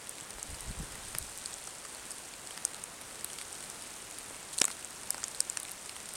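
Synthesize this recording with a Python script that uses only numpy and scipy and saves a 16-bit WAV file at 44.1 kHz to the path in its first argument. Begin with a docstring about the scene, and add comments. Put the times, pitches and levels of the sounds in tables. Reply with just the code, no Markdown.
"""Icy snow pellets fall on dry, snow-laden weeds at the edge of a bare wood.
Near pellets click on twigs among duller knocks, each blow ringing a few damped resonances;
countless far ones merge into a fine crackling hiss. Soft lumps of snow land and grains trickle down.
Air rushes softly in the trees, and one puff of wind buffets the microphone."""
import sys
import numpy as np
from scipy import signal
from scipy.fft import rfft, irfft, next_fast_len
from scipy.io import wavfile
from scipy.ndimage import map_coordinates

SR = 44100
rng = np.random.default_rng(int(sys.argv[2]) if len(sys.argv) > 2 else 0)


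def generate_wav(sig):
    """Save sig (samples, or channels by samples) to the path in sys.argv[1] as 16-bit PCM at SR."""
    pcm = np.round(np.clip(np.atleast_2d(sig).T, -1, 1) * 32767).astype(np.int16)
    wavfile.write(sys.argv[1], SR, pcm)


N = 271656
TICK_SAMPLES, TICK_S, TICK_HZ = 512, .003, 8610  # one blow: buffer, nominal length, typical pitch
LEAD_IN_S = .002  # a faint lead-in softens each click's attack

# tone colour of the pellets' patter: (frequency [Hz], level [dB])
PATTER = [(1470, -33), (2500, -9), (3110, -7.5), (3630, -7), (4110, -4.5), (5150, -5.5), (7250, -1.5),
          (7890, 0.5), (8870, 3.5), (10900, -9.5), (15200, -25), (16000, -27)]


def amp(db):
    """Decibels to gain."""
    return 10 ** (np.asarray(db) / 20)


def unit(x):
    """Each row at rms 1."""
    return x / np.sqrt(np.mean(x ** 2, axis=-1, keepdims=True) + 1e-20)


def wobble(rate):
    """A smooth random curve, rate knots a second."""
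    return map_coordinates(rng.standard_normal(int(N * rate / SR) + 4), [np.arange(N) * rate / SR])


def filtered(x, response):
    """x through a frequency response."""
    size = next_fast_len(N + 8192)
    return irfft(rfft(x, size) * response(np.fft.rfftfreq(size, 1 / SR)), size)[:N]


def coloured(x, spectrum):
    """x through an EQ curve of (frequency [Hz], level [dB]) points on a log axis."""
    points_hz, db = np.transpose(spectrum)
    return filtered(x, lambda hz: amp(np.interp(np.log(hz + 1), np.log(points_hz + 1), db)))


def placed(times, sounds):
    """Short sounds, one a row, summed at their start times."""
    at = np.round(np.maximum(times, 0) * SR).astype(int)[:, None] + np.arange(sounds.shape[1])
    return np.bincount(at.ravel(), sounds.ravel(), N)[:N]


def trees(level_db):
    """The even rush of air in the wood."""
    # tone colour of the air: (frequency [Hz], level [dB])
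    rush = [(20, -9), (45, -1.5), (70, -1), (100, -1.5), (135, -1.5), (180, -1), (350, -0.5), (700, -0.5),
            (1500, -2), (3000, -6), (5000, -10), (9000, -7), (15000, -23)]
    return unit(coloured(rng.standard_normal(N), rush)) * amp(level_db + 0.45 * wobble(4.69))


def puff(level_db, swell_db, eddy_db, middle_s=0.88, half_width_s=0.49, eddy_s=.02):
    """Passing wind rumbles on the microphone; each eddy swells the rumble and swings the pressure once."""
    # tone colour of the rumble: (frequency [Hz], level [dB])
    buffet = [(15, -5), (35, 3.5), (75, -2.5), (140, -8), (220, -15.5), (400, -29), (1000, -58),
              (3000, -120)]
    # eddies in the puff: (time [s], level [dB], pitch [Hz])
    eddies = [(.37, -48, 50), (.499, -43, 70), (.536, -38, 72), (.685, -36.5, 105), (.708, -37.5, 189),
              (0.785, -37.5, 85), (.803, -32.5, 150), (.832, -38, 330), (1.085, -49, 80), (1.16, -40, 129),
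              (1.217, -42.5, 70)]
    times, db, hz = np.transpose(eddies)
    t = np.arange(N) / SR
    passing = amp(level_db) * np.exp(-((t - middle_s) / half_width_s) ** 2)
    swells = amp(db + swell_db) @ np.exp(-((t - times[:, None]) / eddy_s) ** 2)
    rumble = unit(coloured(rng.standard_normal(N), buffet)) * (passing + swells)
    half = SR // 20
    cycles = hz[:, None] * np.arange(-half, half) / SR
    swing = np.cos(2 * np.pi * (cycles + rng.random((len(times), 1)))) * np.exp(-cycles ** 2 / 0.52)
    return rumble + placed(times - half / SR, amp(db + eddy_db)[:, None] * swing)


def crackle(spread_db, count, decay_s=0.00019):
    """Tiny damped rings of random pitch at random times, at rms 1."""
    when, pitch, size = rng.random((count, 3)).T
    t = np.arange(64) / SR
    hz = 2000 + 13000 * pitch
    rings = np.sin(2 * np.pi * hz[:, None] * t) * np.exp(-t / decay_s)
    grains = amp(spread_db * size ** 3)[:, None] * rings
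    return unit(coloured(placed(when * N / SR, grains), PATTER))


def far_pellets(hiss_db, grain_db):
    """Distant impacts: a dense crackle over the hiss that the farthest merge into."""
    # strength of the fall: (time [s], level [dB])
    shower = [(0, -50.5), (.41, -51.5), (.68, -49), (1.23, -46.5), (2.93, -51.5), (3.31, -47.5),
              (4.4, -49.5), (6.16, -49)]
    grains = amp(grain_db) * crackle(spread_db=24.5, count=9000)
    hiss = amp(hiss_db) * unit(coloured(rng.standard_normal(N), PATTER))
    fall_db = np.interp(np.arange(N) / SR, *np.transpose(shower))
    return (grains + hiss) * amp(fall_db + 0.91 * wobble(12))


def trickle(level_db, rise_s=.005, fall_s=0.011):
    """Loose grains rattle down through the weeds; each spill starts fast and dies away."""
    # pinches of snow breaking up: (time [s], level [dB])
    spills = [(4.535, -38.5), (4.582, -37), (4.62, -52), (4.655, -48), (4.715, -41)]
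    times, db = np.transpose(spills)
    age = np.arange(N) / SR - times[:, None]
    flow = amp(db + level_db) @ np.exp(-np.abs(age / np.where(age < 0, rise_s, fall_s)))
    return crackle(spread_db=6, count=7000) * flow


def lumps(level_db):
    """A soft landing pushes the air once and does not ring; the snow cushions its edge."""
    # lumps of snow landing: (time [s], level [dB], contact time [s])
    landings = [(0.2227, -36, 0.00092), (0.3844, -27, 0.00023), (1.1502, -21.5, 0.0002),
                (4.308, -33, 0.00036), (4.6149, -16, 0.00043), (4.6428, -30.5, 0.0004),
                (4.6807, -31, 0.00043), (5.1452, -29.5, 0.00041)]
    times, db, contact_s = np.transpose(landings)
    age = np.arange(TICK_SAMPLES) / SR / contact_s[:, None]  # in contact times
    push = 2 * np.pi * age * (1 - age + age ** 2 / 6) * np.exp(-age)
    return coloured(placed(times, amp(db + level_db)[:, None] * push), [(2500, -1.5), (6000, -12)])


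def thicket(x, wet_db, t60):
    """Stems and ground scatter a short, faint tail after each tick."""
    t = np.arange(SR // 8) / SR
    tail = rng.standard_normal(len(t)) * amp(-60 * t / t60)
    return x + amp(wet_db) * signal.fftconvolve(x, tail / np.linalg.norm(tail))[:N]


def contacts(rattle_s, rebound, lead_in, count=5):
    """Spectra of blows: after a faint lead-in, a pellet lands, then chips and rebounds a few times."""
    hz = np.fft.rfftfreq(TICK_SAMPLES, 1 / SR)
    impulse = lambda when: np.exp(-2j * np.pi * when[..., None] * hz)
    chance = rng.random((len(rattle_s), 2, count))
    strength = rng.standard_normal(chance.shape + (1,))
    before = LEAD_IN_S * np.sqrt(chance[:, 0])
    after = LEAD_IN_S + (np.arange(count) + chance[:, 1]) / count * rattle_s[:, None]
    soft_attack = lead_in * strength[:, 0] * impulse(before)
    rebounds = rebound * strength[:, 1] * impulse(after)
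    return impulse(np.array(LEAD_IN_S)) + np.sum(soft_attack + rebounds, axis=1)


def ring(blows, pitch, modes, detune, focus):
    """Blows through a few resonances, a little different at each spot; rms 1 over a tick's length."""
    hz = np.fft.rfftfreq(TICK_SAMPLES, 1 / SR)
    peak = lambda centre, q: 1j * hz * centre / q / (centre ** 2 - hz ** 2 + 1j * hz * centre / q)
    chance = rng.standard_normal((len(pitch), len(modes), 2))
    body = 0
    for k, (ratio, q, db) in enumerate(modes):
        centre = pitch[:, None] * ratio * np.exp(detune * chance[:, k, :1])
        body = body + (-1) ** k * amp(db + 2 * chance[:, k, 1:]) * peak(centre, q)
    # a broad second resonance rounds the attack and darkens the skirts
    rounded = irfft(blows * body * peak(pitch[:, None], focus))
    return unit(rounded) * np.sqrt(TICK_S * SR / TICK_SAMPLES)


def strikes(times, tick_db, tick_hz, ping_db, ping_hz, knock_db, knock_hz, snap_db, rattle,
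            snap_hz=12300, rattle_stretch=1.128):
    """Each blow sounds a bright tick, a lower ping, a dull knock and a fine snap."""
    # resonances of each part: (pitch ratio, quality factor, level [dB])
    husk = [(.93, 4.76, -3), (1.04, 7.5, 1)]  # the icy husk ticks
    twig = [(.8, 6, -8.5), (1.0, 10.8, 5.5), (1.18, 4.5, -6.5)]  # the twig pings
    stalk = [(0.46, 1.8, -6), (.95, 5.4, 2.5), (1.5, 2.1, -4), (2.8, 1.5, -11.5)]  # the leaf or stalk gives with a knock
    ice = [(1.0, 3, -4), (1.15, 9.9, -4)]  # the pellet itself snaps
    blows = contacts(rattle_stretch * rattle, rebound=0.66, lead_in=0.37)
    tick = amp(tick_db)[:, None] * ring(blows, tick_hz, husk, detune=0.019, focus=1.5)
    ping = amp(ping_db)[:, None] * ring(blows, ping_hz, twig, detune=0.024, focus=0.67)
    knock = amp(knock_db)[:, None] * ring(blows, knock_hz, stalk, detune=0.037, focus=0.32)
    snap = amp(snap_db)[:, None] * ring(blows, np.full(len(times), snap_hz), ice, detune=0.014, focus=1.2)
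    return placed(times - LEAD_IN_S, tick + ping + knock + snap)


def small_pellets(level_db, range_db, rarity, count=480):
    """Lighter pellets land at random on the weeds around; most are faint."""
    when, rattle = rng.random((count, 2)).T
    spot = rng.standard_normal((count, 6)).T
    db = level_db + range_db * np.linspace(0, 1, count) ** rarity
    return strikes(when * N / SR, tick_db=db, tick_hz=8600 * np.exp(0.062 * spot[0]),
                   ping_db=db - 7 + 3 * spot[1], ping_hz=5300 * np.exp(0.21 * spot[2]),
                   knock_db=db - 7.5 + 3 * spot[3], knock_hz=2200 * np.exp(0.43 * spot[4]),
                   snap_db=db - 18 + 3 * spot[5], rattle=0.000732 * rattle)


def dull_knocks():
    """Duller blows in the weeds: a knock with a lighter tick on top."""
    # dull knocks: (time [s], knock level [dB], knock pitch [Hz])
    # the four rows near 4.615 s form one loud, broad knock
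    knocks = [(1.15, -36, 1900), (1.6754, -42, 1400), (1.8509, -42, 1190), (2.338, -43.5, 2700),
              (2.5766, -38.5, 1890), (3.3022, -43, 3080), (3.387, -38, 2300), (3.4136, -39.5, 2400),
              (4.6149, -27.5, 630), (4.616, -24, 1920), (4.6176, -28.5, 3190), (4.6179, -29.5, 810),
              (4.6428, -31.5, 1110), (4.6807, -35.5, 1290), (4.7027, -39.5, 1090), (5.1452, -36, 1000),
              (5.1806, -40, 1500), (5.232, -40, 990), (5.241, -38, 2220), (5.5723, -33, 2000),
              (5.6513, -42, 2400), (5.6842, -42.5, 2800), (5.8947, -39, 2280), (5.9652, -43, 1800)]
    times, db, knock_hz = np.transpose(knocks)
    spot = rng.standard_normal((len(times), 2)).T
    return strikes(times, tick_db=db - 1.5, tick_hz=TICK_HZ * np.exp(0.03 * spot[0]),
                   ping_db=db - 6.5, ping_hz=4650 * np.exp(0.13 * spot[1]),
                   knock_db=db, knock_hz=knock_hz,
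                   snap_db=db - 19, rattle=np.full(len(times), 0.000705))


def twig_clicks():
    """The harder the contact, the brighter the click: a higher tick, more ice snap, less twig ping."""
    # pellets on icy twigs: (time [s], tick level [dB], brightness [dB], twig pitch [Hz],
    # rattle before stretching [s])
    clicks = [(0.094, -33.5, 4.5, 6650, 0.00074), (0.4294, -33, -1.5, 6000, .0007),
              (0.607, -36.5, 4, 5400, 0.00083), (1.1852, -26.5, 8, 5070, .0008),
              (1.3762, -39, 7, 5500, 0.00064), (1.4588, -32.5, -5, 4600, 0.00075),
              (1.54, -37.5, -6, 6300, .0008), (1.6725, -39, -1, 5800, .002), (2.1074, -35, -1, 6800, .0008),
              (2.116, -36.5, 1, 5170, 0.0014), (2.6512, -21.5, 0, 5970, .0011),
              (2.839, -32, 0.5, 6800, .0008), (3.2454, -29, 6, 4140, .0013),
              (3.529, -39.5, -2, 6000, .0006), (3.7, -37, -1, 6000, 0.00052),
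              (4.186, -36.5, 2, 4400, .0008), (4.586, -25.5, -1, 4130, .0007),
              (4.6014, -30, -1, 5600, .0007), (4.6166, -21.5, -8, 5760, .001),
              (4.6428, -24, -2, 6840, 0.00032), (4.6528, -21, -0.5, 6740, 0.000585),
              (4.8467, -35.5, -2.5, 6500, 0.00085), (5.1056, -22.5, 5.5, 5230, .0009),
              (5.24, -30, -9.5, 6340, 0.0045), (5.282, -35, -2, 6600, .0006),
              (5.4042, -19.5, 0, 5360, 0.0016), (5.4993, -29.5, -6, 6870, .0005),
              (5.5726, -32, -6, 6750, .0006), (5.6009, -35.5, 4, 5400, .0004),
              (5.632, -35, 4, 3900, 0.00032), (5.7171, -37, 9, 4500, 0.00057),
              (6.137, -37.5, 7, 5100, .0016)]
    times, db, bright, twig_hz, rattle = np.transpose(clicks)
    stalk_hz = 1870 * np.exp(0.26 * rng.standard_normal(len(times)))
    return strikes(times, tick_db=db, tick_hz=TICK_HZ + 55 * bright,
                   ping_db=db - 7 - bright, ping_hz=twig_hz,
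                   knock_db=db - 21, knock_hz=stalk_hz,
                   snap_db=db - 21 + 2 * bright, rattle=rattle)


def scene():
    """Near ticks in the thicket, over a bed of patter and air."""
    near = twig_clicks() + dull_knocks() + lumps(level_db=-2.5)
    near += small_pellets(level_db=-54.5, range_db=14.5, rarity=4.1)
    patter = far_pellets(hiss_db=-4.5, grain_db=-4.5) + trickle(level_db=2.5)
    air = trees(level_db=-49) + puff(level_db=-54.5, swell_db=-10, eddy_db=-0.5)
    return (thicket(near, wet_db=-20, t60=0.042) + patter + air)[None]


def record(dry):
    """A brick-wall high cut at 16 kHz."""
    return filtered(dry[0], lambda hz: hz < 16000)[None]


dry = scene()
out = record(dry)
generate_wav(out)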